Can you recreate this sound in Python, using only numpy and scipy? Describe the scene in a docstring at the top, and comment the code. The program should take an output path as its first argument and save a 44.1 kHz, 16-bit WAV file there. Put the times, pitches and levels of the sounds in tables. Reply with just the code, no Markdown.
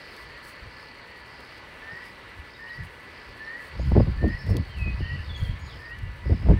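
"""Insects buzz and rasp over rushing water and faint steady tones; a bird soon begins its rising whistle.
The scene is a river bank in open country where elephants wade across, splashing, and more birds sing far off.
Gusts of wind buffet the microphone in deep lumps. Birds are gliding near-sines with a scattered echo;
insects are resonant noise gated by wing strokes; water and wind are coloured noise with changing level."""
import sys
import numpy as np
from scipy import signal
from scipy.io import wavfile
from scipy.ndimage import uniform_filter1d

SR = 44100
rng = np.random.default_rng(int(sys.argv[2]) if len(sys.argv) > 2 else 0)


def to_wav(sig):
    """Store sig (one row per channel, or 1-D mono) as 16-bit WAV at the path in sys.argv[1].

    Samples outside -1..1 are clipped; the rate is SR.
    """
    pcm = np.clip(np.atleast_2d(sig), -1, 1) * 32767
    pcm = np.round(pcm).astype(np.int16)
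    wavfile.write(sys.argv[1], SR, pcm.T)  # frames by channels


def boost(x):
    """Linear amplitude factor 10**(x/20) for a level x in decibels (scalar or array-like)."""
    u = np.asarray(x, float) / 20
    return 10 ** u


N = 290619
TIME = np.arange(N) / SR

# Steady thin tones. Each row: frequency in Hz, mean level in dB.
THIN_TONES = [(962, -66), (1492, -67), (1733, -58.5), (1974, -55), (2214, -67), (2355, -67.5)]

# Level of a long-winded insect. Each row: time in seconds, level in dB.
BUZZER_LEVEL = [(0, -56), (1.5, -59.5), (1.7, -65.5), (3.1, -66), (3.35, -60), (5.45, -56.5), (5.6, -65),
                (6.59, -70)]
BUZZER_HZ, BUZZER_STROKES_PER_S = 4440, 69
# Phrases of the rasping insect, of uneven length; long and short alternate only at first.
# Each row: start in seconds, length in seconds.
RASP_PHRASES = [(-.1, .43), (.67, 0.27), (1.24, .4), (1.87, 0.29), (2.44, 0.42), (3.04, 0.32), (3.71, 0.36),
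                (4.28, 0.35), (4.95, 0.39), (5.59, 0.36), (6.21, .36)]
RASP_DB = -60.5

# Colour of the river's rush. Each row: frequency in Hz, relative density in dB per Hz.
RUSH_COLOUR = [(24, -35), (40, -3), (66, -2.5), (167, -18.5), (235, -8.5), (523, -5), (806, -14.5),
               (938, -5.5), (1410, -8.5), (1790, -4.5), (3820, -18.5), (4540, -29), (7000, -37),
               (9100, -94), (15400, -120)]
RUSH_DB = -46.5
# Swishes of spray as the animals wade. Each row: centre in seconds, spread in seconds, level in dB.
SWISHES = [(.16, 0.072, -67), (.48, 0.034, -58), (2.07, .04, -71), (2.85, 0.02, -65), (3.64, 0.054, -69.5),
           (3.9, 0.036, -70), (4.5, 0.025, -61.5), (4.8, 0.024, -72), (5.44, 0.053, -66)]
# Colour of the hiss and spray. Each row: frequency in Hz, relative density in dB per Hz.
HISS_COLOUR = [(4500, 9.5), (6800, -2.5), (8200, 5.5), (10000, 4), (11500, 3), (12800, -5), (14500, 2),
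               (16600, 0)]
# Lone snaps of water or grass. Each row: start in seconds, nominal peak in dB before filtering.
WATER_SNAPS = [(0.165, -39), (1.4052, -44), (1.579, -45), (2.836, -46), (4.2816, -42.5), (4.4653, -44),
               (4.568, -26), (4.786, -44.5), (5.9878, -42)]
# Plops of water. Each row: start in seconds, frequency in Hz, starting level in dB.
WATER_PLOPS = [(.115, 440, -46), (1.052, 520, -47)]
PLOP_T60_S = 0.06

# Straight glides of farther birds.
# Each row: start in seconds, length in seconds, first Hz, last Hz, nominal level in dB.
FAR_GLIDES = [(2.694, .018, 4200, 3820, -53), (2.671, .022, 2780, 3070, -52), (2.74, .03, 4600, 4650, -57),
              (4.29, .05, 4900, 5230, -59), (4.69, .043, 3160, 3140, -53), (4.737, .022, 3080, 2900, -50),
              (4.765, .018, 2800, 2680, -52), (4.785, .052, 2620, 2520, -42), (4.833, .08, 2510, 2535, -39),
              (5.245, .035, 3720, 3700, -57), (5.852, .02, 4450, 5000, -54), (5.89, .065, 2500, 3070, -55),
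              (5.99, .1, 2850, 2800, -60)]
# A songbird's run of scooped notes. Each row: start in seconds, middle Hz, nominal level in dB.
SCOOPED_NOTES = [(5.292, 3420, -45), (5.344, 3320, -43.5), (5.393, 3220, -49), (5.417, 3260, -53),
                 (5.445, 3166, -48), (5.488, 3200, -53)]
SCOOP_S, SCOOP_FALL_HZ, SCOOP_LIFT_HZ = 0.029, 260, 90
# Arched chips of small birds. Each row: start in seconds, length in seconds, top Hz, nominal level in dB.
ARCHED_CHIPS = [(2.54, .036, 3830, -57), (3.44, .02, 5500, -63), (3.997, .03, 4950, -56),
                (4.095, .04, 4820, -59), (4.385, .02, 5350, -54), (4.405, .025, 5450, -52),
                (4.48, .045, 5400, -54)]
ARCH_SHARE = 0.065  # both ends lie this share below the top
# Warbled, rough notes. Each row: start in seconds, length in seconds, first Hz, last Hz,
# swing in Hz, swings per second, nominal level in dB.
WARBLES = [(5.585, .1, 6750, 6800, 110, 90, -64), (4.98, .27, 2930, 2770, 180, 62, -50.5),
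           (5.655, .1, 4600, 2800, 250, 70, -55), (3.785, .055, 6400, 7100, 200, 90, -67),
           (5.345, .065, 6450, 6850, 250, 80, -66)]

# The whistling bird. Each row: start in seconds, climb in seconds, first Hz, middle Hz, top Hz,
# droop after the top in seconds, nominal level in dB.
RISING_WHISTLES = [(.255, .14, 1740, 1830, 1965, 0.046, -49), (1.03, .19, 1754, 1870, 1943, 0, -49),
                   (1.82, 0.18, 1755, 1823, 1947, 0.068, -38.5),
                   (2.585, 0.2, 1785, 1874, 1950, 0.044, -38.5), (3.396, .19, 1752, 1814, 1965, .04, -35.5),
                   (4.182, .195, 1772, 1834, 1965, 0, -36), (5.015, .155, 1795, 1888, 1960, 0, -37.5),
                   (5.788, 0.17, 1768, 1854, 1925, 0, -40), (6.53, 0.17, 1760, 1840, 1955, 0, -42)]
DROOP_MEAN_HZ_PER_S, DROOP_DB = 800, -6.5  # some linger, softer and sinking; dB against the whistle
CLOSING_S, CLOSING_HZ, CLOSING_DB = 0.055, 1745, -12  # short low note; dB against the whistle

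# Buffets of wind. Each row: peak in seconds, nominal rumble level in dB, time to fade by 20 dB in seconds.
WIND_BUFFETS = [(.26, -50, 0.2), (.628, -41, .03), (.672, -40, .03), (2.267, -47.5, .06), (2.395, -35, .05),
                (2.812, -32, 0.07), (2.855, -40, .06), (3.3, -46, 0.1), (3.74, -50, .1), (3.81, -24, 0.09),
                (3.885, -20.5, 0.09), (3.935, -20.5, 0.08), (3.985, -11.5, 0.08), (4.018, -14, 0.06),
                (4.093, -20, .07), (4.17, -29, 0.08), (4.245, -17, 0.12), (4.35, -26, 0.02),
                (4.45, -30, .05), (4.52, -17.5, 0.1), (4.6, -21, 0.04), (4.69, -36, .1),
                (4.782, -28.5, .06), (4.825, -24, .07), (4.876, -20, 0.07), (4.945, -24, 0.06),
                (5.021, -21.5, 0.07), (5.14, -28, 0.1), (5.205, -29, .05), (5.32, -30, 0.15),
                (5.428, -21, 0.05), (5.5, -25, 0.09), (5.64, -32.5, 0.08), (5.75, -37, 0.1),
                (6.044, -31, 0.23), (6.28, -22.5, 0.07), (6.319, -17.5, .07), (6.4, -32, 0.15),
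                (6.44, -22, .06), (6.497, -10, 0.09), (6.535, -15.5, 0.08)]
RISE_OVER_FADE, BREEZE_DB = 0.79, -60  # a buffet rises faster than it fades; level between buffets
# Colour of the rumble. Each row: frequency in Hz, relative density in dB per Hz.
RUMBLE_COLOUR = [(26, -43), (38, -4), (52, 8.5), (85, 3.5), (135, -4), (200, -17), (280, -25.5)]
# Bursts of flutter. Each row: start in seconds, hold in seconds, nominal level in dB.
FLUTTER_BURSTS = [(1.917, .01, -44.5), (3.796, 0.0043, -30.5), (3.918, .004, -27.5), (3.956, 0.032, -17),
                  (4, .008, -21), (4.022, .005, -30), (4.066, 0.024, -30.5), (4.215, .01, -34),
                  (4.241, .03, -23), (4.289, 0.014, -35.5), (4.468, .016, -34), (4.493, 0.115, -30),
                  (4.86, .035, -36), (5.003, 0.0094, -35), (6.259, 0.0036, -28.5), (6.298, 0.045, -28),
                  (6.43, 0.012, -36), (6.458, .016, -28.5), (6.487, 0.045, -22), (6.544, 0.029, -39)]
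FLUTTER_RISE_DB_PER_S, FLUTTER_FALL_DB_PER_S, FLUTTER_REST_DB = 2300, 1250, -59.5
# Colour of the flutter. Each row: frequency in Hz, relative density in dB per Hz.
EDDY_COLOUR = [(100, 11), (185, 7), (320, 0), (600, -11.5), (1000, -26), (1350, -52)]
FLUTTER_BRIGHTENS, FLUTTER_EVEN_DB = 0.38, -21  # extra treble dB per dB of strength; none at this strength
# Small quick eddies come first: share of the hold that stays bright, lag of the lows
BRIGHT_SHARE, LOWS_LAG_S = 0.8, 0.008
# Eddies that snap across the port. Each row: start in seconds, peak in dB.
EDDY_POPS = [(3.9195, -10), (4.006, -11), (4.073, -23), (4.230, -14), (4.494, -21), (5.007, -24),
             (6.298, -22), (6.488, -15)]
POP_S = 0.00085  # time to the deepest point


def rms_one(x):
    """Normalization: divides a signal by its root mean square."""
    return x / np.sqrt(np.mean(x ** 2) + 1e-20)


def drift(rate_hz):
    """Slow random fluctuation: white noise through two equal poles, with rms 1."""
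    r = np.exp(-40 * np.pi * rate_hz / SR)  # made at a twentieth of the sample rate
    white = rng.standard_normal(N // 20 + 4002)
    slow = signal.lfilter([1], [1, -2 * r, r * r], white)[4000:]
    return np.interp(np.arange(N) / 20, np.arange(len(slow)), rms_one(slow))


def band(x, low_hz, high_hz):
    """Band limitation by a Butterworth filter."""
    return signal.sosfilt(signal.butter(2, [low_hz, high_hz], "band", fs=SR, output="sos"), x)


def noise_bands(colour, count):
    """Spectral synthesis: yields weighted bands of noise; neighbouring bands are independent."""
    hz, db = np.transpose(colour)
    edges = np.geomspace(hz[0], hz[-1], count + 1)
    white = rng.standard_normal((2, N))
    for k in range(count):
        centre = np.sqrt(edges[k] * edges[k + 1])
        gain = boost(np.interp(np.log(centre), np.log(hz), db))
        yield gain * band(white[k % 2], edges[k], edges[k + 1])


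def clicks(events):
    """Impulse excitation: one sample per event."""
    out = np.full(N, 1e-18)
    for start, db in events:
        out[round(start * SR)] = boost(db)
    return out


def gate(start, length, edge):
    """Smooth gating: sine-squared edges, each lasting edge seconds."""
    inside = np.minimum(TIME - start, start + length - TIME)
    return np.sin(np.pi / 2 * np.clip(inside / edge, 0, 1)) ** 2


def tones():
    """Steady sinusoids: slight phase drift and a random waver in level."""
    return sum(np.sqrt(2) * boost(db + 2.8 * drift(4.5)) * np.sin(2 * np.pi * (hz * TIME + 0.1 * drift(3.1)))
               for hz, db in THIN_TONES)


def buzzing_insect():
    """Pulsed resonance: wing strokes gate noise and strike ticks within a narrow band."""
    strokes = np.cumsum(BUZZER_STROKES_PER_S * (1 + 0.0015 * drift(1.5))) / SR % 1
    buzz = rng.standard_normal(N) * (0.6 + np.exp(-strokes / 0.051))
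    ticks = 1.0 * (np.diff(strokes, prepend=0) < 0)  # each stroke opens with a like tick
    buzz, ticks = (rms_one(band(v, BUZZER_HZ - 260, BUZZER_HZ + 260)) for v in (buzz, ticks))
    seconds, db = np.transpose(BUZZER_LEVEL)
    return rms_one(buzz + 0.6 * ticks) * boost(np.interp(TIME, seconds, db))


def rasping_insect():
    """Amplitude modulation: wing strokes beat resonant noise, which sounds in phrases."""
    beats = 1 + 0.6 * np.sin(2 * np.pi * 62 * TIME + 2 * drift(6.0))
    noise = band(rng.standard_normal(N), 4450, 5300)
    rasp = rms_one(band(noise, 4400, 5300) * beats)
    phrases = sum(gate(start, length, 0.067) for start, length in RASP_PHRASES)
    return rasp * boost(RASP_DB + 1.1 * drift(7.8)) * phrases


def rush():
    """Broadband flow noise: all bands share a slow swell, and each also fluctuates alone."""
    swell = drift(1.17)
    flow = sum(noise * boost(0.77 * swell + 1.17 * drift(16.4)) for noise in noise_bands(RUSH_COLOUR, count=20))
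    return boost(RUSH_DB) * rms_one(flow)


def hiss_and_spray():
    """Treble noise: a steady hiss, partly the microphone's own, with swishes of spray swelling over it."""
    hiss = rms_one(sum(noise_bands(HISS_COLOUR, count=16)))
    swishes = sum(boost(db) * np.exp(-((TIME - s) / spread) ** 2) for s, spread, db in SWISHES)
    level = boost(-71.0) + swishes
    return hiss * level * boost(1.3 * drift(45.0) + 1.7 * drift(13.5))  # the level flickers


def snaps():
    """Transient excitation: each impulse releases a short decaying crack of noise."""
    crack = rng.standard_normal(220) * boost(-60 * np.arange(220) / SR / 0.018)
    cracks = signal.fftconvolve(clicks(WATER_SNAPS), crack)[:N]
    return boost(-4.5) * band(cracks, 6700, 11300) + band(cracks, 1700, 6800)


def plops():
    """Cavity resonance: a closing pocket of air rings as a decaying sinusoid."""
    out = 0
    for start, hz, db in WATER_PLOPS:
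        t = np.maximum(TIME - start, 0)
        out = out + boost(db - 60 * t / PLOP_T60_S) * np.sin(2 * np.pi * hz * t)
    return out


def notes(rows, swell, softness, waver_db):
    """Frequency modulation: near-sines glide through three pitches; swell (dB) favours the later part."""
    out = np.zeros(N)
    for start, length, first_hz, middle_hz, last_hz, db in rows:
        at = round(start * SR)
        u = np.arange(round(length * SR)) / (length * SR)  # 0 to 1 over the note
        hz = np.polyval(np.polyfit([0, 0.5, 1], [first_hz, middle_hz, last_hz], 2), u)
        shape = np.sin(np.pi * u) ** softness * boost(swell * (np.minimum(u, 0.75) - 1.75))
        tone = np.sqrt(2) * boost(db) * shape * np.sin(2 * np.pi * np.cumsum(hz) / SR)
        out[at:at + len(u)] += tone[:N - at]
    return out * boost(waver_db * drift(35.0))


def far_birds():
    """Pitch contour: straight glides, scooped notes and arched chips."""
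    rows = [(s, length, first, (first + last) / 2, last, db) for s, length, first, last, db in FAR_GLIDES]
    rows += [(s, SCOOP_S, hz + SCOOP_FALL_HZ, hz, hz + SCOOP_LIFT_HZ, db) for s, hz, db in SCOOPED_NOTES]
    for s, length, top, db in ARCHED_CHIPS:
        end = top * (1 - ARCH_SHARE)
        rows.append((s, length, end, top, end, db))
    return notes(rows, swell=0, softness=0.21, waver_db=1.0)


def trill():
    """Joint modulation: pitch swings fast and unevenly about a glide while the level beats with it."""
    out = 0
    for start, length, first_hz, last_hz, swing_hz, per_s, db in WARBLES:
        turn = 2 * np.pi * per_s * TIME + 2.0 * drift(25.0)
        glide = np.interp(TIME, [start, start + length], [first_hz, last_hz])
        hz = glide + swing_hz * np.sin(turn)
        beat = 1 - 0.4 * np.cos(turn)
        level = boost(db + 1.6 * drift(25.0)) * gate(start, length, 0.21 * length) * beat
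        out = out + np.sqrt(2) * level * np.sin(2 * np.pi * np.cumsum(hz) / SR)
    return out


def whistler():
    """Pitch contour: each rising whistle may droop from its top; all but the last add a low note."""
    rows = []
    for s, climb, first, middle, top, droop, db in RISING_WHISTLES:
        rows.append((s, climb, first, middle, top, db))
        if droop:
            fall = DROOP_MEAN_HZ_PER_S * droop
            rows.append((s + climb, droop, top, top - fall / 4, top - fall, db + DROOP_DB))
    for s, climb, *_, db in RISING_WHISTLES[:-1]:
        rows.append((s + climb, CLOSING_S, CLOSING_HZ, CLOSING_HZ, CLOSING_HZ, db + CLOSING_DB))
    return notes(rows, swell=2.2, softness=0.25, waver_db=1.3)


def banks(x, t60, scatter_db):
    """Diffuse reflection: banks and bushes send back an exponentially dying scatter."""
    t = np.arange(round(0.6 * SR)) / SR
    tail = rng.standard_normal(len(t)) * boost(-60 * t / t60)
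    tail *= boost(scatter_db) / np.sqrt(np.sum(tail ** 2))
    tail[0] = 1  # the direct sound
    return signal.fftconvolve(x, tail)[:N]


def swells(start, hold, db, rise_db_per_s, fall_db_per_s, rest_db):
    """Power addition: swells climb, hold and fall in straight dB slopes above a resting level."""
    coarse = TIME[::20, None]
    early = np.maximum(start - coarse, 0)
    late = np.maximum(coarse - start - hold, 0)
    each = boost(db - rise_db_per_s * early - fall_db_per_s * late)
    power = np.sum(each ** 2, axis=1) + boost(rest_db) ** 2
    return np.interp(TIME, TIME[::20], np.sqrt(power))


def eddies(colour, evenness, size):
    """Turbulent noise: dividing by its own running strength (size in samples) evens its level."""
    out = sum(noise_bands(colour, count=7))
    strength = np.sqrt(uniform_filter1d(out ** 2, size=size) + 1e-12)
    return rms_one(out / strength ** evenness)


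def rumble():
    """Low-frequency turbulence: each buffet raises and releases a deep noise."""
    peak, db, fade = np.transpose(WIND_BUFFETS)
    push = swells(peak, 0, db, 20 / (RISE_OVER_FADE * fade), 20 / fade, BREEZE_DB)
    return push * boost(1.4 * drift(14.0)) * band(eddies(RUMBLE_COLOUR, 0.65, size=1100), 28, 270)


def flutter():
    """Eddy scale: small quick eddies lead, large slow ones lag, and strong bursts are brighter."""
    start, hold, db = np.transpose(FLUTTER_BURSTS)
    slopes = FLUTTER_RISE_DB_PER_S, FLUTTER_FALL_DB_PER_S, FLUTTER_REST_DB
    quick = swells(start, BRIGHT_SHARE * hold, db, *slopes)
    slow = swells(start + LOWS_LAG_S, hold, db, *slopes)
    brightness = (quick / boost(FLUTTER_EVEN_DB)) ** FLUTTER_BRIGHTENS
    low = eddies(EDDY_COLOUR[:3], 1.0, size=600) * boost(1.8 * drift(40.0))
    high = eddies(EDDY_COLOUR[2:], 1.0, size=600) * boost(-4.5 + 2.5 * drift(72.0))
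    return slow * low + quick * brightness * high


def pops():
    """Pressure pulse: an eddy crossing the port gives one smooth inward suck."""
    u = np.arange(400) / SR / POP_S
    suck = u ** 2 * np.exp(2 - 2 * u)
    return -signal.fftconvolve(clicks(EDDY_POPS), suck)[:N]


def scene():
    """Superposition: birds ring off the banks, the farther ones more; wind acts at the microphone itself."""
    near = banks(whistler(), t60=0.67, scatter_db=-7.0)
    far = banks(far_birds() + trill(), t60=0.5, scatter_db=-4.0)
    insects = buzzing_insect() + rasping_insect()
    water = rush() + snaps() + plops()
    wind = rumble() + flutter() + pops()
    return (tones() + insects + water + hiss_and_spray() + far + near + wind)[None, :]


def band_limit(x):
    """A steep low-pass at the top of the band."""
    return signal.sosfilt(signal.butter(12, 16860, fs=SR, output="sos"), x)


def record(dry):
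    """Band limitation: a steep elliptic low-pass removes the top of the spectrum."""
    low_pass = signal.ellip(12, 0.5, 40, 15780, fs=SR, output="sos")  # ripple dB, stop dB, cutoff Hz
    mix = signal.sosfilt(low_pass, dry)
    return band_limit(mix)


dry = scene()
out = record(dry)
to_wav(out)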